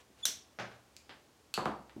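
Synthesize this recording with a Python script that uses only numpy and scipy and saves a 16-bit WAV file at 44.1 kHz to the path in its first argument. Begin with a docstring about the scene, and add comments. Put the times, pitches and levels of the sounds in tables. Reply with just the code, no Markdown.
"""Handling a hair straightener

In a small, bare room the hinge sticks and squeaks, then the arms snap open and the metal plates ring.
Hollow clatters and light ticks of the casing follow. As the tool is put down there is a sharp clack,
two knocks that shake the tabletop, and a soft bump. Each hit has a short echo, over faint noise."""
import sys
import numpy as np
from scipy import signal
from scipy.fft import rfft, irfft
from scipy.io import wavfile

SR = 44100
rng = np.random.default_rng(int(sys.argv[2]) if len(sys.argv) > 2 else 0)


def file_out(sig):
    """Save sig as 16-bit WAV at sys.argv[1]."""
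    # one column per channel
    cols = np.atleast_2d(sig).T
    # limit, then scale
    lim = np.clip(cols, -1, 1)
    pcm = np.round(lim * 32767).astype(np.int16)
    wavfile.write(sys.argv[1], SR, pcm)


N = 88200
T = np.arange(SR * 3 // 4) / SR  # seconds since the start of one hit
FFT_SIZE = 2 ** 16
HZ = np.fft.rfftfreq(FFT_SIZE, 1 / SR)


def amp(db):
    """Turn decibels into a number to multiply by."""
    return 10 ** (np.asarray(db) / 20)


def along(points, hz):
    """Read between (frequency, value) points, giving each octave about equal space."""
    frequencies, values = np.transpose(points)
    return np.interp(np.log(hz + 1), np.log(frequencies + 1), values)


def add(track, start_s, sound):
    """Mix a sound into the track at the given time."""
    part = track[round(start_s * SR):][:len(sound)]
    part += sound[:len(part)]


def noise(spectrum):
    """Steady noise with the given tone colour and an average (rms) size of 1."""
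    white = rfft(rng.standard_normal(N))
    shaped = irfft(white * amp(along(spectrum, np.fft.rfftfreq(N, 1 / SR))), N)
    return shaped / shaped.std()


def colour(sound, spectrum, treble_limit_hz=SR):
    """Give a sound a tone colour. Only the shape of the spectrum counts, not its overall level."""
    gain = amp(along(spectrum, HZ)) / np.sqrt(1 + (HZ / treble_limit_hz) ** 4)
    gain *= np.sqrt(SR / 1000 / np.mean(gain ** 2))  # energy of one millisecond at full scale
    # fold the filter forward in time, so that nothing sounds before the hit
    cepstrum = irfft(np.log(gain + 1e-6))
    cepstrum[1:FFT_SIZE // 2] *= 2
    cepstrum[FFT_SIZE // 2:] = 0
    return irfft(rfft(sound, FFT_SIZE) * np.exp(rfft(cepstrum)))[:len(T)]


def contact(length_s):
    """Two things touch: a brief, uneven burst of force with energy 1."""
    spectrum = rfft(rng.standard_normal(len(T)) * amp(-60 * T / length_s), FFT_SIZE)
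    for _ in range(2):  # even out the frequencies, then cut back to length
        burst = irfft(spectrum / (np.abs(spectrum) + 1e-9))[:len(T)] * (T < length_s)
        spectrum = rfft(burst, FFT_SIZE)
    return burst / np.linalg.norm(burst)


def ring(modes, attack_s):
    """A struck object's own tones (modes). Each drops 60 dB in its fade time; levels vary by hit."""
    tones = sum((-1) ** k * amp(db + rng.normal() - 60 * T / fade_s) * np.sin(2 * np.pi * hz * T)
                for k, (hz, db, fade_s) in enumerate(modes))
    return (1 - np.exp(-T / attack_s)) * tones


def room_echo():
    """Reflections from the walls blur into a tail of noise whose treble dies first."""
    # how long the room takes to drop 60 dB (frequency [Hz], fade time [s])
    fade_times = [(100, 0.53), (260, .44), (700, 0.46), (1800, 0.35), (4800, 0.35), (8000, 0.3),
                  (12800, 0.24)]
    gap_s, build_s = 0.00083, 0.00033
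    hz, t, bands = signal.stft(rng.standard_normal(len(T)), SR, nperseg=256)
    fade = amp(-60 * t / along(fade_times, hz)[:, None])
    tail = signal.istft(bands * fade, SR, nperseg=256)[1][:len(T)]
    tail *= 1 - np.exp(-np.maximum(T - gap_s, 0) / build_s)
    return tail / np.linalg.norm(tail)


def room_tone():
    """Faint, steady rumble and hiss."""
    # tone colour of the background (frequency [Hz], relative level [dB])
    spectrum = [(15, -47), (25, -34), (69, -2.5), (178, -11.5), (209, -8.5), (359, -8), (1020, -14.5),
                (1110, -13), (1200, -17), (1300, -17), (2010, -19.5), (6550, -23), (15500, -34)]
    return amp(-65.5) * noise(spectrum)


def rubs():
    """The tool shifts in the hand, making faint swells of friction noise."""
    # small slips (time [s], level [dB], half length [s])
    slips = [(.004, -62, 0.024), (0.207, -63, 0.034)]
    # tone colour of the rubbing (frequency [Hz], relative level [dB])
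    spectrum = [(200, -5), (1000, -2), (2000, -6.5), (3500, -3), (5000, -11.5), (7000, -11.5), (14000, -26)]
    t = np.arange(N) / SR
    swells = sum(amp(db) * np.exp(-((t - s) / half_s) ** 2) for s, db, half_s in slips)
    return noise(spectrum) * swells


def bumps():
    """Soft low thuds, and a low swell of the room just after the snap."""
    # thuds and the room's swell (time [s], level [dB], echo [dB])
    low_sounds = [(0.102, -52.5, -6), (.283, -52, 7), (1.9630, -38, 4.5)]
    # their tone colour (frequency [Hz], relative level [dB])
    spectrum = [(40, -41), (120, -0.5), (280, 4), (360, -1), (480, -13), (700, -9.5), (1200, -27.5),
                (2500, -39), (8000, -46)]
    out = np.zeros(N)
    for s, db, echo_db in low_sounds:
        add(out, s, amp(db) * colour(contact(length_s=0.034) + amp(echo_db) * room_echo(), spectrum))
    return out


def casing_hits(hits, spectrum):
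    """Something hard meets the casing: a crack, the casing's ring and a duller echo."""
    # tones of the casing (frequency [Hz], level [dB], fade time [s])
    modes = [(2630, -1, 0.079), (2960, -5, 0.068), (4430, -7, 0.37), (4620, -13, 0.42), (4600, -15, 0.54)]
    out = np.zeros(N)
    for s, db, length_s, echo_db, ring_db, treble_limit_hz in hits:
        crack = colour(contact(length_s), spectrum)
        echo = amp(echo_db) * colour(room_echo(), spectrum, treble_limit_hz)
        ringing = amp(ring_db) * ring(modes, attack_s=0.0023)
        add(out, s, amp(db) * (crack + echo + ringing))
    return out


def taps():
    """Light, dull touches on the casing."""
    # taps (time [s], level [dB], contact length [s], echo [dB], ring [dB], echo's treble limit [Hz])
    hits = [(1.0942, -44, .003, 7, -37, 9000), (1.8958, -49, 0.0061, 1.5, -31, 4000)]
    # tone colour of a tap (frequency [Hz], relative level [dB])
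    spectrum = [(60, -15), (130, -4), (250, 1), (700, -1), (1100, 0), (1900, 0.5), (2500, -2), (3400, -2.5),
                (4000, -7.5), (4900, -7), (5800, -18.5), (8000, -24.5), (15000, -37)]
    return casing_hits(hits, spectrum)


def tick():
    """A light, bright touch on the casing."""
    # tick (time [s], level [dB], contact length [s], echo [dB], ring [dB], echo's treble limit [Hz])
    hits = [(.9660, -42.5, 0.0053, -2.5, -32, 12200)]
    # tone colour of the tick (frequency [Hz], relative level [dB])
    spectrum = [(200, -40), (900, -17), (1900, -16), (2400, 1.5), (3200, -11.5), (4600, 0), (5900, -6.5),
                (7300, -2), (8500, -13), (15000, -20)]
    return casing_hits(hits, spectrum)


def clatter():
    """Dull, hollow contacts, heard mostly through their echo."""
    # contacts (time [s], level [dB], contact length [s], echo [dB], treble limit [Hz])
    hits = [(0.5877, -34.5, 0.018, 7, 4630), (0.5973, -36.5, 0.0091, 8, 7000),
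            (0.715, -47.5, 0.048, 3.5, 6040)]
    # tone colour of the clatter (frequency [Hz], relative level [dB])
    spectrum = [(50, -22), (120, -5), (200, -0.5), (330, -3.5), (600, 2), (800, 1), (950, -3.5),
                (1200, -0.5), (1600, 2), (2100, -3.5), (3400, -9), (4100, -11), (5500, -11.5),
                (6200, -13.5), (9000, -25.5), (15000, -28)]
    # tones of the hollow ring (frequency [Hz], level [dB], fade time [s])
    modes = [(120, 0, .58), (200, 0, .42), (595, 0, .42), (780, -3, .25), (1095, -3, .28), (1250, -4, .32),
             (1477, -3, .3), (1558, -1, .3)]
    out = np.zeros(N)
    for s, db, length_s, echo_db, treble_limit_hz in hits:
        hit = colour(contact(length_s) + amp(echo_db) * room_echo(), spectrum, treble_limit_hz)
        ringing = amp(-19) * ring(modes, attack_s=0.014)
        add(out, s, amp(db) * (hit + ringing))
    return out


def clack():
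    """A sharp hit that sets the casing ringing as the tool is put down."""
    # clack (time [s], level [dB], contact length [s], echo [dB], ring [dB], echo's treble limit [Hz])
    hits = [(1.5405, -27, 0.0027, 2, -13.5, 8500)]
    # tone colour of the clack (frequency [Hz], relative level [dB])
    spectrum = [(240, -26), (600, -27), (900, -19), (1500, -11.5), (1900, -25.5), (2700, -4), (3600, -9),
                (4400, -2), (5300, -17), (7700, -10.5), (9000, -19), (11700, -14), (13000, -23),
                (15500, -27)]
    return casing_hits(hits, spectrum)


def table_knocks():
    """Blows bend the tabletop in waves that bring the treble first and the bass last."""
    # blows (time [s], level [dB], echo [dB], treble limit [Hz])
    blows = [(1.575, -23, 2, 3060), (1.6554, -21.5, 1, 5040)]
    # tone colour of the tabletop (frequency [Hz], relative level [dB])
    spectrum = [(30, -38), (60, -23), (120, -2.5), (220, 1.5), (320, 2), (450, 0.5), (800, 2), (1250, 2),
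                (2000, -12), (3600, -18), (5500, -25), (14000, -24.5)]
    # tones of the tabletop (frequency [Hz], level [dB], fade time [s])
    modes = [(64, -11, .8), (130, -9, .45), (211, 0, .42), (298, -3, .3), (358, -4, .42), (535, -4, .3),
             (662, -3, .33), (822, 1, .35), (1034, 2, .3), (1211, -3, .38), (1248, -4, .42)]
    travel_s = 0.00268  # time a 1 kHz wave takes to cross the tabletop
    wave = irfft(np.exp(-4j * np.pi * travel_s * np.sqrt(1000 * HZ)))[:len(T)]
    out = np.zeros(N)
    for s, db, echo_db, treble_limit_hz in blows:
        echo = amp(echo_db) * signal.fftconvolve(wave, room_echo())[:len(T)]
        thud = colour(wave + echo, spectrum, treble_limit_hz)
        dulled_modes = [(hz, level - 10 * np.log10(1 + (hz / treble_limit_hz) ** 4), fade_s)
                        for hz, level, fade_s in modes]
        ringing = amp(-23) * ring(dulled_modes, attack_s=0.011)
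        add(out, s, amp(db) * (thud + ringing))
    return out


def hinge_squeak():
    """The hinge sticks and slips in a short, high tone just before it lets go."""
    # squeaks (time [s], pitch [Hz], level [dB], half length [s])
    squeaks = [(0.239, 3470, -33.5, 0.0071), (0.252, 3346, -42, 0.0052)]
    overtone_step_db = -12.5
    out, t = np.zeros(N), np.arange(N) / SR
    for s, hz, db, half_s in squeaks:
        tone = sum(amp(overtone_step_db * k) * np.sin(2 * np.pi * (k + 1) * hz * t) for k in range(3))
        out += amp(db) * np.exp(-((t - s) / half_s) ** 2) * tone
    return out


def arms_snap():
    """The arms hit their stop with an echoing crack; they ring briefly, the metal plates for longer."""
    # snap (time [s], level [dB], contact length [s], echo [dB])
    hits = [(0.254, -17, 0.004, -1.5)]
    # tone colour of the crack and its echo (frequency [Hz], relative level [dB])
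    spectrum = [(80, -24), (250, -17), (600, -13.5), (1200, -15.5), (1500, -9), (1900, -10.5), (2800, -6.5),
                (3400, 0.5), (4100, -2.5), (4900, -7), (5700, 4), (6200, 2.5), (6800, -3.5), (9000, -7.5),
                (10000, -10.5), (14300, -11.5), (15500, -21)]
    # tones of the arms, muffled by the hand (frequency [Hz], relative level [dB], fade time [s])
    arm_modes = [(1566, -12, 0.014), (3755, -2, 0.018), (5670, -5.5, 0.012), (6090, -3, 0.019),
                 (7600, -12.5, 0.023), (8830, -6, 0.012), (10300, -12, 0.0098), (11600, -18, 0.015),
                 (13100, -22, 0.006), (13600, -10.5, .008), (14700, -11, .007)]
    # tones of the metal plates (frequency [Hz], level [dB], fade time [s])
    plate_modes = [(3470, -4, .3), (4226, -9, .32), (5335, -1, .32), (5642, 2, .29), (6102, 0, .32),
                   (6175, -4, .3), (7625, -11, .27), (8890, -6, .2), (11490, -13, .22), (13860, -12, .2)]
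    out = np.zeros(N)
    for s, db, length_s, echo_db in hits:
        blow = contact(length_s)
        arm_ring = ring(arm_modes, attack_s=0.0006)
        arm_ring *= np.sqrt(SR / 1000) / np.linalg.norm(arm_ring)
        arms = signal.fftconvolve(blow, arm_ring)[:len(T)]
        crack = colour(amp(-5.5) * blow + amp(echo_db) * room_echo(), spectrum)
        plates = amp(-25) * ring(plate_modes, attack_s=0.001)
        add(out, s, amp(db) * (arms + crack + plates))
    return out


def scene():
    """Add all the sounds together in one channel."""
    tool = rubs() + hinge_squeak() + arms_snap() + clack() + tick() + taps()
    return (tool + table_knocks() + clatter() + bumps() + room_tone())[None]


def record(dry):
    """Cut away the very highest treble."""
    top_hz, size = 15900, 2 * N
    below_top = np.fft.rfftfreq(size, 1 / SR) < top_hz
    return irfft(rfft(dry, size) * below_top, size)[:, :N]


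dry = scene()
out = record(dry)
file_out(out)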